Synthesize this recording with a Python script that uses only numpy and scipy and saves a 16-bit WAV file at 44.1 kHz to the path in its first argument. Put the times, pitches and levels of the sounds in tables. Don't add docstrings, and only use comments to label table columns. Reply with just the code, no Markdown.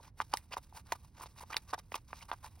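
import sys
import numpy as np
from scipy import signal
from scipy.fft import rfft, irfft
from scipy.io import wavfile
from scipy.ndimage import uniform_filter1d

SR = 44100
rng = np.random.default_rng(int(sys.argv[2]) if len(sys.argv) > 2 else 0)


def unload_audio(sound):
    columns = np.transpose(np.atleast_2d(sound))
    steps = np.round(np.clip(columns, -1, 1) * 32767)
    wavfile.write(sys.argv[1], SR, steps.astype(np.int16))


def volts_from_decibels(level):
    exponent = np.asarray(level, float) / 20
    return 10 ** exponent


N = 114660


def unit(x):
    return x / np.sqrt(np.mean(x ** 2))


def band(x, hz, width_hz):
    return signal.lfilter(*signal.iirpeak(hz, hz / width_hz, fs=SR), x)


def bands(x, table):
    return unit(sum(volts_from_decibels(db) * band(x, hz, width_hz) for hz, width_hz, db in table))


def highpass(x, order, hz):
    return signal.sosfilt(signal.butter(order, hz, "high", fs=SR, output="sos"), x)


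def curve(table, hz):
    table = np.array(table, float)
    return np.interp(np.log(hz + 1), np.log(table[:, 0]), table[:, 1])


def add(out, start_s, x):
    i = int(start_s * SR)
    out[i:i + len(x)] += x[:N - i]


def grit(per_s, spread_db, hiss):
    chance, sign, size = rng.random((3, N))
    slips = (chance < per_s / SR) * np.sign(sign - 0.5) * volts_from_decibels(spread_db * (2 * size - 1))
    return unit(slips) + hiss * rng.standard_normal(N)


def flicker(rate_hz, depth_db):
    hold = int(SR / rate_hz)
    steps = np.repeat(rng.standard_normal(N // hold + 1), hold)
    return volts_from_decibels(depth_db * unit(uniform_filter1d(steps, hold)[:N]))


# [start_s, length_s, hiss_db, pocket_ring_db, airy_db]
SLIDE_EVENTS = [(0, 0.11, -68, -65.5, -73.5), (0.166, 0.039, -62, -61.5, -64),
                (0.199, 0.03, -50.5, -53, -62.5), (0.308, 0.068, -61.5, -63.5, -67),
                (0.354, 0.043, -61, -62, -56.5), (0.507, 0.051, -58.5, -50.5, -63.5),
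                (0.561, 0.029, -53.5, -48.5, -57), (0.623, 0.035, -72.5, -75.5, -72),
                (0.731, 0.088, -59, -58.5, -60), (0.853, 0.086, -69, -63.5, -73),
                (0.91, 0.033, -53.5, -69, -56.5), (0.945, 0.024, -64.5, -58, -66),
                (1.139, 0.13, -65.5, -62.5, -86), (1.212, .035, -56, -56.5, -55),
                (1.259, 0.017, -58.5, -58, -69.5), (1.359, 0.045, -56.5, -60, -63.5),
                (1.4, 0.043, -58.5, -52, -56.5), (1.495, 0.024, -56.5, -50.5, -63),
                (1.517, 0.024, -52, -51.5, -63), (1.56, 0.027, -66, -46.5, -48)]
LATER_SLIDE_EVENTS = [(1.671, 0.054, -60, -60, -65.5), (1.728, 0.022, -51, -40.5, -58.5),
                      (1.775, 0.029, -55, -56, -61.5), (1.913, 0.027, -56, -58.5, -61.5),
                      (1.936, 0.035, -46.5, -51.5, -53), (1.968, 0.026, -64.5, -63.5, -77),
                      (2.071, 0.069, -66, -70, -73), (2.131, 0.096, -61, -68, -68.5),
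                      (2.215, 0.028, -55, -55.5, -67), (2.283, 0.026, -60, -53, -65.5),
                      (2.32, 0.027, -57, -43.5, -62.5), (2.422, 0.067, -58, -55.5, -60.5), ]
# [time_s, level_db]
CREEP_LEVELS = [(0, -72.5), (.1, -104), (.14, -92), (.2, -75), (.44, -72.5), (.48, -82.5), (.6, -76.5),
                (.84, -80.5), (1.05, -74), (1.12, -85), (1.2, -69), (1.33, -77.5), (1.6, -72.5),
                (1.86, -84), (1.95, -73), (2.04, -82.5), (2.2, -72), (2.6, -76)]
# [pitch_hz, width_hz, level_db]
PAPER_RINGS = [
    (2266, 660, 0.5),
    (2670, 340, -2.5),
    (3780, 270, 0.5),
    (5100, 1650, 1.5),
    (6440, 1100, -4.5),
]
# [pitch_hz, width_hz, level_db]
AIRY_RINGS = [
    (8830, 6600, 11),
    (14700, 2200, 2.5),
]


def slides():
    t = np.arange(N) / SR
    creep_db = np.interp(t, *np.array(CREEP_LEVELS, float).T)
    power = volts_from_decibels(2 * (creep_db + np.array([[0], [-1.5], [0]])))
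    fade_share = 0.33
    for start_s, length_s, *levels_db in SLIDE_EVENTS + LATER_SLIDE_EVENTS:
        progress = (t - start_s) / length_s
        fade = np.clip(np.minimum(progress, 1 - progress) / fade_share, 0, 1)
        power += np.outer(volts_from_decibels(2 * np.array(levels_db)), fade ** 2)
    paper, pocket, air = np.sqrt(power) * flicker(150, depth_db=2.5)

    pocket_hz, pocket_width_hz = 950, 507
    ring = band(grit(300, spread_db=0.0, hiss=0.85), pocket_hz, pocket_width_hz)
    ring = unit(band(ring, pocket_hz, 3 * pocket_width_hz))

    crinkle = np.zeros(N)
    for hz, width_hz, db in PAPER_RINGS:
        wobble = flicker(200, depth_db=2.5)
        crinkle += volts_from_decibels(db) * wobble * band(grit(450, spread_db=1.5, hiss=0.81), hz, width_hz)

    breath = bands(highpass(grit(2390, spread_db=2.5, hiss=0.68), 4, 6500), AIRY_RINGS)
    return paper * unit(crinkle) + pocket * ring + air * breath


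# [start_s, peak_db, settled_pitch_hz, swell_ms]
POP_EVENTS = [(0.202, -16.5, 987, 1.14), (0.2132, -28.5, 1070, 0.91), (0.2178, -33, 950, 1.6),
              (0.3294, -35.5, 1070, 1.2), (0.334, -30, 1010, 0.9), (0.3373, -16.5, 866, 1.62),
              (.3405, -27, 776, 1.2), (.351, -38, 1020, 1.9), (.539, -27.5, 950, 0.33),
              (0.5679, -25, 973, 1.97), (0.58, -38, 984, 2.1), (0.725, -45.5, 846, 2),
              (0.92, -47, 1300, 0.81), (0.9217, -20.5, 806, 0.89), (0.9238, -22, 879, 1.6),
              (.927, -34, 860, 3.5), (1.209, -36.5, 1080, 2.3), (1.236, -38, 1014, 2.4),
              (1.2587, -39.5, 754, 1.02), (1.407, -45, 990, 2.8)]
LATER_POP_EVENTS = [(1.5026, -38.5, 1266, 3.4), (1.5438, -27.5, 914, 0.85), (1.561, -34, 946, 2.1),
                    (1.567, -24, 1790, 1.09), (1.728, -41, 930, 2), (1.7313, -28, 679, 2),
                    (1.7346, -22.5, 950, 1.1), (1.7379, -26.5, 1046, 1.58), (1.779, -39.5, 872, 2.5),
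                    (1.92, -32.5, 680, 1.04), (1.9426, -25.5, 1087, 2.2), (1.9539, -31, 753, 1.34),
                    (2.1302, -29, 1155, 1.23), (2.3153, -20.5, 887, 1.07), (2.3284, -30, 900, 1.42),
                    (2.333, -41, 1090, 1.3), (2.444, -40.5, 984, 2.5)]


def pops():
    out, t = np.zeros(N), np.arange(1500) / SR
    sweep, sweep_s = 4.44, 0.00026
    thud_hz, thud_db = 340, -15.5
    puff = volts_from_decibels(thud_db) * np.cos(2 * np.pi * thud_hz * t)
    for start_s, db, hz, swell_ms in POP_EVENTS + LATER_POP_EVENTS:
        u = t / (swell_ms / 1000)
        swell = u ** 2 * np.exp(2 * (1 - u ** 1.267))
        turns = hz * (t + sweep * sweep_s * (1 - np.exp(-t / sweep_s)))
        add(out, start_s, volts_from_decibels(db - 2) * swell * (np.sin(2 * np.pi * turns) + puff))
    return highpass(out, 2, 220)


# [start_s, peak_db, centre_hz, t60_s (time to fall 60 dB), airy_share_db]
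CRACK_EVENTS = [(.2178, -28, 3500, 0.0054, -17), (0.337, -22.5, 4750, 0.025, -42),
                (0.338, -29.5, 3280, 0.014, 5), (0.3714, -30, 5500, 0.011, 5),
                (.9208, -20.5, 2050, 0.019, -9), (0.9227, -24.5, 4770, .015, -6.5),
                (1.2589, -37, 3580, 0.006, -14), (1.5432, -26.5, 3000, 0.011, -8),
                (1.5667, -10.5, 3910, 0.0065, -50), (1.734, -32.5, 2340, 0.014, -5),
                (1.9192, -31, 2040, 0.017, -26), (1.942, -25.5, 2530, 0.019, -16),
                (1.954, -31, 3010, 0.0116, 0.5), (2.1303, -28, 2010, 0.0062, -29),
                (2.315, -31.5, 3500, 0.023, -29.5), (2.3327, -45, 4600, 0.015, 1.5),
                (.522, -35, 2590, 0.083, -12), (0.53, -35.5, 5100, 0.059, -12),
                (1.527, -36.5, 2030, 0.12, -31.5), (1.5672, -18.5, 4950, 0.016, -9.5)]


def cracks():
    out, t = np.zeros(N), np.arange(3000) / SR
    width_share = 0.3
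    for start_s, db, hz, t60_s, air_db in CRACK_EVENTS:
        noise = rng.standard_normal(3000)
        decay = volts_from_decibels(-60 * t / t60_s)
        shape = np.minimum(t / (0.012 * t60_s), 1) * decay
        tone = np.sin(2 * np.pi * hz * t) * decay
        rasp = unit(band(band(noise, hz, width_share * hz), hz, hz))
        edge = volts_from_decibels(air_db) * bands(noise, AIRY_RINGS)
        add(out, start_s, volts_from_decibels(db - 1.5) * shape * 0.5 * (0.35 * tone + 0.81 * rasp + edge))
    return out


# [start_s, peak_db, pitch_hz, swell_ms]
TICK_EVENTS = [(.006, -54, 560, 1.8), (.063, -62, 980, 1.6), (.079, -52, 1070, 2.4), (.314, -55, 840, 1.6),
               (.3465, -43, 1300, 2.4), (.3375, -25.5, 3050, 0.85), (.3385, -37, 4800, 1.1),
               (.3715, -34.5, 5500, 0.73), (.372, -36.5, 2020, 1.1), (.516, -50, 2050, 1.3),
               (.522, -58, 2550, 1.2), (.5235, -47, 4870, 1.9), (.528, -48, 4930, 1.4),
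               (.532, -41, 5170, 1.3), (.5345, -34.5, 2660, 0.69), (.534, -38, 950, 1.6),
               (.747, -51, 800, 2.8), (.9205, -28, 2070, 0.6), (.9225, -28, 1900, 0.52),
               (.9225, -32, 6250, 1), (.9245, -37, 1260, 1.5), (.954, -52, 980, 2), (1.047, -54, 990, 1.5),
               (1.375, -56, 960, 2.6), (1.436, -42.5, 926, 2), (1.525, -42.5, 910, 2.3),
               (1.529, -37.5, 1930, 3.1), (1.5675, -27.5, 3900, 0.92), (1.694, -51, 1084, 2.9),
               (2.105, -51.5, 1100, 2.3), (2.1318, -32.5, 944, 0.59), (2.209, -50, 2240, 2.7),
               (2.224, -52, 1030, 2.3), (2.227, -46, 2950, 1.2), (2.288, -55, 1170, 2),
               (2.437, -53.5, 1000, 2.2), (2.457, -47.5, 910, 1.6), (2.47, -46.5, 1010, 2.1),
               (2.574, -61.5, 740, 3), (.514, -51.5, 550, 2.4), (.541, -40, 860, 1.1),
               (1.219, -44.5, 950, 2.6), (1.198, -45, 950, 1.4), (1.43, -51.5, 512, 2.9),
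               (1.531, -36.5, 2370, 1.4), (1.743, -50, 950, 1.8), (1.948, -44, 950, 1.1),
               (1.965, -45, 1080, 1.5), (1.98, -52, 1000, 1.2), (0, -53.5, 940, 2.7)]


def ticks():
    out, t = np.zeros(N), np.arange(1500) / SR
    for start_s, db, hz, swell_ms in TICK_EVENTS:
        u = t / (swell_ms / 1000)
        swell = u * np.exp(1 - u ** 1.58)
        add(out, start_s, volts_from_decibels(db) * swell * np.sin(2 * np.pi * hz * t))
    return out


def desk_echo(notes):
    level_db, t60_s, lowest_hz, top_hz = -18.5, 0.05, 500, 4300
    t = np.arange(4000) / SR
    tails = rng.standard_normal((2, 4000)) * volts_from_decibels(-60 * t / t60_s) * (t > 0.001)
    tails = signal.lfilter(*signal.butter(3, [lowest_hz, top_hz], "band", fs=SR), tails)
    echo = [signal.fftconvolve(notes, tail / np.linalg.norm(tail))[:N] for tail in tails]
    return volts_from_decibels(level_db) * np.array(echo)


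# [pitch_hz, level_db per Hz]
ROOM_COLOUR = [
    (12, -41),
    (20, -9.5),
    (67, 0.5),
    (99, -2),
    (237, -17),
    (382, -26.5),
    (6530, -62),
    (15200, -67.5),
    (16500, -69),
]


def room():
    colour = volts_from_decibels(curve(ROOM_COLOUR, np.fft.rfftfreq(N, 1 / SR)))
    return unit(irfft(rfft(rng.standard_normal(N)) * colour, N)) * volts_from_decibels(-59)


def scene():
    notes = pops() + ticks() + cracks() + slides()
    echo = desk_echo(notes)
    wide_room = volts_from_decibels(-22) * np.array([room(), room()])
    return notes + room() + echo + wide_room


# [pitch_hz, level_db]
LEFT_MINUS_RIGHT = [
    (60, -1.9),
    (200, -4.3),
    (330, -7.5),
    (600, -4),
    (1200, -1.9),
    (4400, -1.7),
]


def two_ports(dry):
    hz = np.fft.rfftfreq(N, 1 / SR)
    lag_s, lag_from_hz, soft_hz = 1.6e-4, 4225, 700
    ripple, bass_lead = 0.2, 0.15
    bump, bump_hz, bump_width_hz = 0.6, 2900, 700
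    lead = 2 * np.pi * lag_s * soft_hz * np.logaddexp(0, (hz - lag_from_hz) / soft_hz)
    lead = lead - ripple * np.sin(lead)
    lead = lead + bass_lead * np.tanh(hz / 300) * (hz < lag_from_hz)
    lead = lead + bump * np.exp(-((hz - bump_hz) / bump_width_hz) ** 2)

    lean_db = curve(LEFT_MINUS_RIGHT, hz) * np.clip(3 - hz / 2200, 0, 1)
    half = volts_from_decibels(lean_db / 2) * np.exp(0.5j * lead)
    top = volts_from_decibels(-32 * (hz > 15900))
    return irfft(rfft(dry) * np.array([half, 1 / half]) * top, N)


# [pitch_hz, width_hz, depth_db]
QUIET_DIPS = [
    (7300, 520, -12),
    (13700, 700, -12),
]


def quiet_dips(x):
    hz = np.fft.rfftfreq(N, 1 / SR)
    bright_from_hz, fill_db = 4225, -52
    null_db = sum(db * np.exp(-((hz - at_hz) / width_hz) ** 4) for at_hz, width_hz, db in QUIET_DIPS)
    mid = rfft(x.mean(axis=0))
    bright = uniform_filter1d(irfft(mid * (hz > bright_from_hz), N) ** 2, size=900)
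    removed = irfft(mid * (1 - volts_from_decibels(null_db)), N)
    return x - removed / (1 + (bright / volts_from_decibels(2 * fill_db)) ** 2)


def band_limit(x):
    return signal.sosfilt(signal.butter(12, 17160, fs=SR, output="sos"), x)


def record(dry):
    return band_limit(quiet_dips(two_ports(dry)))


dry = scene()
out = record(dry)
unload_audio(out)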